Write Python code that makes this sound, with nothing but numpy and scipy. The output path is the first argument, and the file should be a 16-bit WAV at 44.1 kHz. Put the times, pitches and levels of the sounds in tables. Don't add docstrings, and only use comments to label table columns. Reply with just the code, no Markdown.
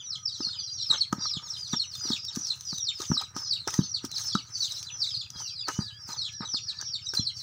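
import sys
import numpy as np
from scipy import signal
from scipy.fft import rfft, irfft, next_fast_len
from scipy.io import wavfile
from scipy.ndimage import uniform_filter1d, map_coordinates

SR = 44100
rng = np.random.default_rng(int(sys.argv[2]) if len(sys.argv) > 2 else 0)


def transcribe(u):
    v = np.clip(np.atleast_2d(u).T, -1, 1)
    q = np.round(v * 32767).astype(np.int16)
    wavfile.write(sys.argv[1], SR, q)


def gain_from_decibels(decibels):
    exponent = np.asarray(decibels, float) / 20
    return 10 ** exponent


N = 327221


def unit(x):
    return x / np.sqrt(np.mean(x ** 2) + 1e-20)


def along(points, hz):
    f, v = np.transpose(points)
    return np.interp(np.log(hz + 1), np.log(f + 1), v)


def wobble(rate):
    knots = rng.standard_normal(int(N * rate / SR) + 4)
    return map_coordinates(knots, [np.arange(N) * rate / SR])


def filtered(x, response):
    m = next_fast_len(N + SR // 2)
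    hz = np.fft.rfftfreq(m, 1 / SR)
    return irfft(rfft(x, m) * response(hz), m)[..., :N]


def coloured(x, spectrum):
    return filtered(x, lambda hz: gain_from_decibels(along(spectrum, hz)))


def resonant(x, modes):
    def response(hz):
        total = 0
        for k, (centre, width, db) in enumerate(modes):
            mode = 1j * hz * width / (centre ** 2 - hz ** 2 + 1j * hz * width)
            total = total + (-1) ** k * gain_from_decibels(db) * mode
        return total
    return filtered(x, response)


def add(track, s, sound):
    at = round(s * SR)
    sound = sound[max(-at, 0):]
    part = track[max(at, 0):][:len(sound)]
    part += sound[:len(part)]


def patchy(x, patchy_db):
    z = signal.stft(x, nperseg=256)[2]
    field = uniform_filter1d(rng.standard_normal(z.shape), size=5, axis=0)
    field = uniform_filter1d(field, size=8, axis=1)
    return signal.istft(z * gain_from_decibels(patchy_db * unit(field)), nperseg=256)[1][:N]


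# (frequency [Hz], density [dB per Hz])
AIR_SPECTRUM = [(40, -6.5), (110, 8), (260, -18.5), (500, -24), (1000, -32), (1250, -11.5), (1700, -19.5),
                (2400, -22.5), (4500, -33.5), (6500, -25), (10500, -37.5), (15000, -36)]


def open_air():
    noise = patchy(rng.standard_normal(N), 3.5)
    return gain_from_decibels(-56 + 1.5 * wobble(6.5)) * unit(coloured(noise, AIR_SPECTRUM))


# (time [s], rate [firings per s])
ENGINE_SPEED = [(0, 17.4), (1, 18.7), (2, 18.534), (3, 18.049), (3.9, 17.285), (4.7, 16.23), (5.4, 15.984),
                (6.3, 16.429), (7.42, 17.065)]
# (frequency [Hz], width [Hz], level [dB])
EXHAUST_PIPE = [(70, 16, -1.5), (110, 50, -4), (176, 77, -12.5)]


def engine():
    s, rate = np.transpose(ENGINE_SPEED)
    firings = np.cumsum(np.interp(np.arange(N) / SR, s, rate)) / SR
    half_cycle = np.floor(2 * (firings + .112))
    pulses = np.diff(half_cycle, prepend=half_cycle[0])
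    beat = pulses * np.where(half_cycle % 2, -.25, 1) * gain_from_decibels(1.3 * wobble(24))
    throb = resonant(resonant(beat, EXHAUST_PIPE), [(109.7, 45, 0)])
    return gain_from_decibels(np.linspace(-57, -52.5, N)) * unit(throb)


# (time [s], length [s], pitch [Hz], mid-note sag [Hz], level [dB])
FAR_BIRD_CALLS = [
    (0.108, 0.16, 1250, -1.5, -57.5),
    (1.3, 0.196, 1230, 30.5, -55.5),
    (5.672, 0.13, 3090, 203, -49),
    (5.788, 0.23, 1720, 57, -57),
    (5.871, 0.12, 3430, 398, -49.5),
    (6.266, 0.18, 1714, 3, -58.5),
    (6.66, 0.21, 1714, 5.5, -59),
]


def far_bird():
    out, drift, hoarse = np.zeros(N), wobble(60), wobble(200)
    for s, length, pitch_hz, sag_hz, db in FAR_BIRD_CALLS:
        span = round(s * SR) + np.arange(round(length * SR))
        arch = np.hanning(len(span))
        hz = (pitch_hz - sag_hz * arch) * (1 + 0.019 * drift[span])
        tone = np.sin(2 * np.pi * np.cumsum(hz) / SR)
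        add(out, s, gain_from_decibels(db + 2.55 * hoarse[span]) * arch ** 0.19 * tone)
    return out


# (frequency [Hz], t60 [s])
YARD_DECAY = [(2000, 0.13), (5000, 0.22)]


def yard(x, piece=8192):
    out = np.zeros(N)
    for at in range(0, N, piece):
        hz, t, z = signal.stft(rng.standard_normal(SR // 3), SR, nperseg=256)
        decay = gain_from_decibels(-60 * t / along(YARD_DECAY, hz)[:, None])
        tail = signal.istft(z * decay, SR, nperseg=256)[1]
        tail /= np.linalg.norm(tail)
        add(out, at / SR + .004, signal.fftconvolve(x[at:at + piece], tail))
    return out


# (time [s], length [s], start [Hz], bend of the fall, level [dB])
NEAR_PEEPS = [(.005, 0.17, 5997, 3.3, -35.5), (0.377, 0.2, 6173, 2.37, -37), (0.583, 0.13, 6100, 2.9, -39),
              (0.725, 0.24, 5724, 3.9, -34.5), (0.912, 0.1397, 6300, 2.56, -37),
              (1.187, 0.12, 4833, 4.44, -33.5), (1.203, .19, 5990, 2.8, -33.5),
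              (1.434, .15, 6690, 1.9, -40.5), (1.666, 0.19, 5920, 3.3, -33), (2, .17, 5930, 3.17, -34),
              (2.363, 0.18, 5913, 3.36, -34), (2.73, .19, 6090, 3.1, -32.5),
              (2.917, .14, 5350, 2.37, -41.5), (3.06, 0.16, 6040, 2.53, -32), (3.07, .2, 5750, 4.33, -42),
              (3.393, 0.19, 6200, 2.43, -35), (3.79, .21, 6170, 3.7, -36), (4.186, 0.22, 6260, 2.43, -38),
              (4.54, .15, 6120, 3.5, -34.5), (4.73, 0.18, 5650, 3.9, -42), (4.899, 0.17, 5987, 3.84, -34),
              (4.935, 0.21, 5300, 2.3, -44), (5.125, .145, 6050, 2.7, -47.5),
              (5.411, 0.24, 6120, 2.25, -43), (5.718, 0.2, 5900, 3.85, -43.5),
              (6.129, 0.17, 6050, 2.6, -38), (6.445, 0.15, 6080, 3.2, -33), (6.594, 0.14, 5700, 3.1, -39),
              (6.8, .19, 5980, 3.23, -36.5), (7.037, .19, 5800, 3.1, -41.5), (7.132, .18, 5880, 3.7, -32.5)]
# (time [s], length [s], start [Hz], end [Hz], level [dB])
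SHORT_PEEPS = [(0.205, .11, 5900, 3500, -43), (0.295, 0.098, 4710, 3010, -42),
               (0.315, .09, 4800, 4730, -56), (.595, 0.047, 3480, 2920, -34), (1.2, 0.076, 4740, 3200, -48),
               (1.433, 0.073, 4770, 2400, -45), (1.416, .06, 5500, 5090, -39),
               (1.669, .09, 5000, 2900, -37), (2.042, 0.042, 4700, 3360, -34),
               (2.129, 0.19, 5600, 5340, -40.5), (2.308, 0.07, 5380, 3900, -52),
               (2.419, 0.086, 5050, 3136, -41.5), (2.65, .1, 5050, 3810, -36),
               (3.257, 0.074, 5750, 5740, -48), (3.345, 0.17, 5240, 5050, -36.5),
               (3.432, 0.061, 5000, 3340, -35), (3.82, 0.07, 5450, 4000, -41),
               (3.86, 0.11, 4840, 3360, -58), (4.234, .08, 5380, 4900, -33),
               (4.271, 0.085, 4501, 2630, -36.5), (4.392, 0.078, 5960, 5340, -48),
               (4.458, 0.21, 6200, 3460, -42.5), (4.499, 0.097, 5370, 3770, -39.5),
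               (4.828, .13, 4500, 3060, -51), (5.721, .14, 5270, 3300, -53),
               (5.793, 0.069, 4790, 4700, -35), (6.081, 0.073, 4260, 3740, -40.5),
               (6.316, 0.065, 4920, 4800, -52), (6.389, 0.076, 5000, 3500, -48),
               (6.74, 0.059, 5200, 4040, -57), (6.75, 0.15, 5620, 5400, -42),
               (7.001, 0.076, 5460, 3950, -46), (7.042, 0.091, 6100, 3760, -39),
               (7.352, 0.089, 4770, 3390, -42)]
# (time [s], length [s], start [Hz], level [dB])
LATE_PEEPS = [(0.119, 0.25, 5910, -47.5), (0.656, .2, 5700, -45), (1.133, 0.098, 5590, -45.5),
              (1.569, 0.2, 5980, -47), (2.383, .14, 5350, -46.5), (3.655, 0.21, 6320, -46.5),
              (5.358, 0.14, 6170, -34.5), (6.264, .22, 5670, -42.5), (7.304, .14, 5600, -41)]
# (time [s], length [s], start [Hz], level [dB])
ROUND_PEEPS = [(0.277, 0.25, 5920, -43), (0.706, 0.093, 6510, -43), (4.676, 0.13, 6310, -50.5),
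               (1.833, 0.13, 6120, -41), (2.291, 0.08, 5610, -45.5), (2.594, 0.22, 6120, -40.5),
               (3.409, .25, 5995, -45), (3.969, 0.19, 6030, -45.5), (4.135, 0.049, 5440, -33.5),
               (4.72, 0.063, 5570, -38.5)]
# (time [s], length [s], start [Hz], level [dB])
LOW_PEEPS = [(.389, 0.093, 5240, -41.5), (.579, 0.029, 4800, -25.5), (1.222, 0.19, 4780, -50),
             (1.54, .15, 4950, -36.5), (1.949, 0.19, 4950, -37), (2.159, .15, 5020, -39.5),
             (3.68, .18, 5050, -43.5), (4.297, 0.12, 5300, -40), (4.58, 0.16, 4920, -41.5),
             (5.072, 0.095, 5180, -37), (5.13, 0.098, 4910, -33), (5.313, 0.2, 4894, -46),
             (5.549, .15, 4883, -38), (6.808, 0.21, 4970, -44)]
# (time [s], length [s], start [Hz], level [dB])
SLIDING_PEEPS = [(-.03, 0.066, 4210, -37), (0.754, 0.11, 5005, -43.5), (3.766, 0.068, 4350, -43),
                 (5.3, 0.24, 3430, -49.5), (6.137, 0.16, 5260, -39.5)]
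# (time [s], length [s], start [Hz], level [dB])
HELD_PEEPS = [(.496, 0.24, 4930, -41), (1.182, 0.16, 5690, -35.5), (5.439, 0.14, 4690, -42.5),
              (5.974, .12, 5590, -44), (5.881, 0.2, 4840, -51), (6.471, 0.25, 4680, -49.5)]
# (end [Hz], bend of the fall)
MANNERS = [
    (3590, 4.2),
    (3430, 2.2),
    (2930, 5),
    (2400, 1.5),
    (4800, 2.2),
]


def brood():
    calls = [(s, length, hz, 2327, bend, db) for s, length, hz, bend, db in NEAR_PEEPS]
    calls += [(s, length, hz, end_hz, 2.2, db) for s, length, hz, end_hz, db in SHORT_PEEPS]
    groups = (LATE_PEEPS, ROUND_PEEPS, LOW_PEEPS, SLIDING_PEEPS, HELD_PEEPS)
    for group, (end_hz, bend) in zip(groups, MANNERS):
        calls += [(s, length, hz, end_hz, bend, db) for s, length, hz, db in group]
    return calls


def stragglers(count=45):
    high = [call for call in brood() if call[2] > 4500]
    calls, cues = rng.choice(high, size=(2, count))
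    calls[:, 0] = cues[:, 0] + rng.normal(0, 0.036, count)
    calls[:, 2:4] *= rng.normal(1, 0.065, (count, 1))
    calls[:, 5] = -55
    return calls


# (frequency [Hz], level [dB])
THROAT_SPECTRUM = [(2000, -13.5), (3000, -1.5), (3700, -0.5), (4300, 0.5), (5000, 3.5), (5800, 1.5),
                   (6500, 4), (9000, -22), (13000, -40)]


def chicks(calls):
    lowest_hz, snap_hz, snap_drop_hz = 2150, 5050, 449.6
    out, quaver, flutter, flicker = np.zeros(N), wobble(90), wobble(150), wobble(28)
    for (s, length, start_hz, end_hz, bend, db), (own, *walls) in zip(calls, rng.random((len(calls), 4))):
        u = np.arange(round(length * 1.09 * SR)) / (length * SR)
        mine = (int(own * N) + np.arange(len(u))) % N
        hz = start_hz - (start_hz - end_hz) * u ** bend
        hz = lowest_hz + 150 * np.logaddexp(0, (hz - lowest_hz) / 150)
        fallen = np.clip((start_hz - hz) / 900, 0, 1)
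        snapped = np.clip((hz - 3100) / 1900, 0, 1) / (1 + np.exp((hz - snap_hz) / 90))
        hz = hz - snap_drop_hz * fallen * snapped
        waver = (.008 + .022 * fallen) * quaver[mine]
        turn = 2 * np.pi * np.cumsum(hz * (1 + waver)) / SR
        edge = np.clip(np.minimum(u * length / 0.0062, (u[-1] - u) * length / 0.047), 0, 1)
        shelf = fallen * np.exp(-((hz - 4150) / 450) ** 2)
        rough_db = (3 + 4.5 * fallen) * flutter[mine] + 1.5 * flicker[mine]
        onset_db = -13 * (1 - np.minimum(2 * u, 1)) ** 2
        level_db = db - 3.5 + onset_db + 7 * shelf + rough_db
        octave = gain_from_decibels(-10.5) * fallen / (1 + np.exp((hz - 5000) / 300)) * np.clip(hz / 500 - 6, 0, 1)
        peep = gain_from_decibels(level_db) * edge * (np.sin(turn) + octave * np.sin(2 * turn))
        add(out, s, peep)
        for late in walls:
            add(out, s + .003 + .022 * late, gain_from_decibels(-7 - 8 * late) * peep)
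    return coloured(out, THROAT_SPECTRUM)


def grains(per_s, spread_db):
    hit = rng.random(N) < per_s / SR
    contact = hit * gain_from_decibels(spread_db * (-0.5 + rng.random(N)))
    return unit(rng.standard_normal(N) * (1 + contact))


def strokes(rows, rest_db, order):
    t = np.arange(N) / SR
    power = gain_from_decibels(rest_db) ** 2
    for s, rise, fall, db in rows:
        away = np.where(t < s, (s - t) / rise, (t - s) / fall)
        power = power + gain_from_decibels(db - 20 * away ** order) ** 2
    return 10 * np.log10(power)


# (peak time [s], rise [s], fall [s], level [dB])
SIFT_STROKES = [(.41, 0.097, 0.16, -65.5), (.93, 0.083, 0.017, -56.5), (1.13, 0.016, .025, -58.5),
                (1.6, 0.22, 0.27, -58.5), (1.74, 0.033, .04, -67), (1.96, 0.065, 0.13, -57),
                (2.09, 0.17, 0.13, -54.5), (2.37, 0.048, 0.3, -54), (2.77, 0.27, 0.047, -57.5),
                (3.02, 0.082, 0.14, -52), (3.12, .05, 0.083, -54.5), (3.21, 0.028, 0.071, -56.5),
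                (3.38, 0.033, 0.082, -51.5), (3.69, 0.026, 0.17, -49), (4.05, 0.017, 0.027, -51),
                (4.23, 0.12, 0.11, -48), (4.36, 0.019, 0.096, -67), (4.69, 0.2, 0.2, -51.5),
                (5.06, 0.1, .14, -56.5), (5.42, 0.088, 0.13, -56), (5.69, 0.022, 0.18, -52),
                (6.1, 0.038, 0.074, -51), (7.15, 0.015, 0.056, -47), (7.42, 0.062, .1, -53)]
# (peak time [s], rise [s], fall [s], level [dB])
SCRAPE_STROKES = [(.41, 0.018, 0.34, -58), (.935, 0.029, 0.055, -35), (1.13, 0.021, 0.05, -62),
                  (1.26, 0.16, 0.0085, -44.5), (1.4, 0.13, 0.81, -57.5), (1.74, 0.014, 0.024, -38.5),
                  (2.1, 0.14, 0.11, -47), (2.37, 0.13, 0.42, -53.5), (3.01, 0.022, 0.041, -37),
                  (3.12, 0.041, 0.029, -48), (3.171, 0.008, 0.062, -43), (3.22, 0.02, 0.029, -40),
                  (3.37, 0.062, 0.19, -48), (3.68, 0.0072, 0.02, -28), (3.74, 0.08, 0.16, -46),
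                  (4.05, 0.032, 0.037, -46.5), (4.23, 0.36, 0.73, -56.5), (5.03, 1, 0.22, -59.5),
                  (5.42, 0.11, 0.037, -49), (5.69, 0.013, 0.029, -27), (5.8, 0.072, 0.064, -46),
                  (6.1, 0.045, 0.13, -46.5), (6.42, 0.0077, 0.058, -37.5), (6.82, 0.14, 0.042, -53),
                  (7.15, 0.01, 0.093, -47)]
# (frequency [Hz], density [dB per Hz])
GRIT_SPECTRUM = [(2000, -23), (4000, -8), (6200, 5), (7200, -11.5), (9600, -16.5), (11000, -25),
                 (13500, -31), (14700, -13), (15500, -20)]
# (frequency [Hz], width [Hz], level [dB])
PLATE_MODES = [(353, 520, -8.5), (550, 140, -5.5), (911, 147, 0.5), (1252.4, 49, 9), (1590, 345, 0.5),
               (1860, 4400, -16)]


def stirring():
    sift_db = strokes(SIFT_STROKES, rest_db=-81, order=2) + 11.5 + 1.8 * wobble(30)
    scrape_db = strokes(SCRAPE_STROKES, rest_db=-70, order=1) - 2 + 3.5 * wobble(70)
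    sift = unit(coloured(patchy(grains(500, spread_db=13), 5), GRIT_SPECTRUM))
    drag = uniform_filter1d(grains(250, spread_db=12), size=11)
    scrape = unit(resonant(drag, PLATE_MODES))
    return gain_from_decibels(sift_db) * sift + gain_from_decibels(scrape_db) * scrape


# (time [s], peak level [dB], thump pitch [Hz], ring level [dB])
PLATE_THUMPS = [(0.402, -37.5, 278, 0), (0.468, -49, 181, 0), (0.901, -43.5, 131, 7),
                (1.126, -27.5, 208, 6), (1.181, -39, 180, -18), (1.367, -36, 135, -9),
                (1.732, -30, 181, -7.5), (2.051, -44.5, 300, 5), (2.101, -30.5, 231, -4),
                (2.369, -32.5, 214, -19), (2.726, -38.5, 152, 0.5), (2.998, -43, 364, -24),
                (3.0997, -25.5, 133, -26), (3.114, -23.5, 192, -2.5), (3.361, -40.5, 236, 10),
                (3.671, -38, 380, 7), (3.788, -17.5, 179, -16), (3.812, -45, 152, 0), (4.04, -37, 269, -18),
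                (4.349, -26, 197, -4.5), (5.356, -48, 110, -1), (5.684, -40, 374, -4),
                (5.787, -24, 145, -10), (6.087, -49, 155, 8.5), (6.404, -37, 187, 1.5),
                (6.54, -47, 223, 10.5), (6.822, -59.5, 276, 18.5), (7.133, -48.5, 383, 10.5),
                (7.193, -28.5, 130, -27)]
# (time [s], peak level [dB], pitch [Hz])
RIM_CLINKS = [(0.491, -36, 1450), (0.889, -48, 1260), (0.926, -24, 1160), (1.126, -15, 1236),
              (1.255, -23, 1230), (1.396, -41, 1290), (2.01, -39, 1430), (2.355, -38, 1550),
              (3.005, -29, 1210), (3.115, -20, 1210), (3.168, -26.5, 1210), (3.212, -27, 850),
              (3.221, -26, 1240), (3.675, -22.5, 860), (3.739, -29, 1900), (4.138, -46.5, 855),
              (4.353, -11.5, 1306), (5.404, -33, 904), (5.681, -23, 860), (6.139, -32, 921),
              (6.811, -33, 1590), (6.823, -33, 1680), (7.136, -26, 1560)]
# (time [s], peak level [dB])
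GRIT_TICKS = [(1.1278, -33.5), (1.7308, -39), (1.953, -37.5), (2.2502, -39), (2.352, -40), (2.36, -30.5),
              (2.47, -39.5), (2.609, -39.5), (2.7826, -34.5), (3.004, -35.5), (3.0184, -34.5),
              (3.2143, -36), (3.365, -36), (3.6761, -27.5), (3.706, -32), (3.74, -27.5), (4.05, -33.5),
              (4.1149, -34), (4.1814, -33), (4.351, -35.5), (4.6103, -40), (4.7207, -34.5), (4.8284, -34),
              (5.3032, -39.5), (5.684, -28), (6.329, -48.5), (6.813, -37), (7.1375, -35.5), (7.149, -30)]


def knocks():
    out, blows, cracks = np.zeros(N), np.zeros(N), np.zeros(N)
    t = np.arange(SR // 12) / SR
    for s, db, hz, ring_db in PLATE_THUMPS:
        swell = 1 - np.exp(-(t / .0032) ** 2)
        add(out, s + 0.0008, gain_from_decibels(db + 26.5 - 60 * t / 0.017) * swell * np.sin(2 * np.pi * hz * t))
        add(blows, s + 0.002983, gain_from_decibels([db + ring_db + 36]))
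    for s, db, hz in RIM_CLINKS:
        attack = 1 - np.exp(-t / 0.0011)
        add(out, s, gain_from_decibels(db + 0.5 - 60 * t / .02) * attack * np.sin(2 * np.pi * hz * t))
    for s, db in GRIT_TICKS:
        add(cracks, s, gain_from_decibels(db + 14.5 - 60 * t / 0.019) * rng.standard_normal(len(t)))
    ring = resonant(uniform_filter1d(blows, size=19), PLATE_MODES)
    return out + ring + coloured(cracks, GRIT_SPECTRUM)


def scene():
    background = open_air() + engine() + far_bird()
    peeps = chicks(brood()) + chicks(stragglers())
    steel = knocks()
    echoes = yard(gain_from_decibels(-6.5) * peeps + gain_from_decibels(-11.0) * steel)
    mono = background + echoes + peeps + stirring() + steel
    return np.array([mono, mono])


def roll_off(x):
    return signal.sosfilt(signal.butter(12, 16800, fs=SR, output="sos"), x)


def record(dry):
    heard = filtered(dry, lambda hz: (1j * hz / (55 + 1j * hz)) ** 3 * (hz < 15800))
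    # (frequency [Hz], level [dB])
    tint = [(40, 13), (200, 4), (700, 6), (1400, 14), (2800, 6), (5000, 0)]
    hiss = gain_from_decibels(-74.0) * filtered(rng.standard_normal(N), lambda hz: hz < 15800)
    side = gain_from_decibels(-36.5) * wobble(40) * coloured(heard[0], tint) + hiss
    return roll_off(heard + np.array([side, -side]))


dry = scene()
out = record(dry)
transcribe(out)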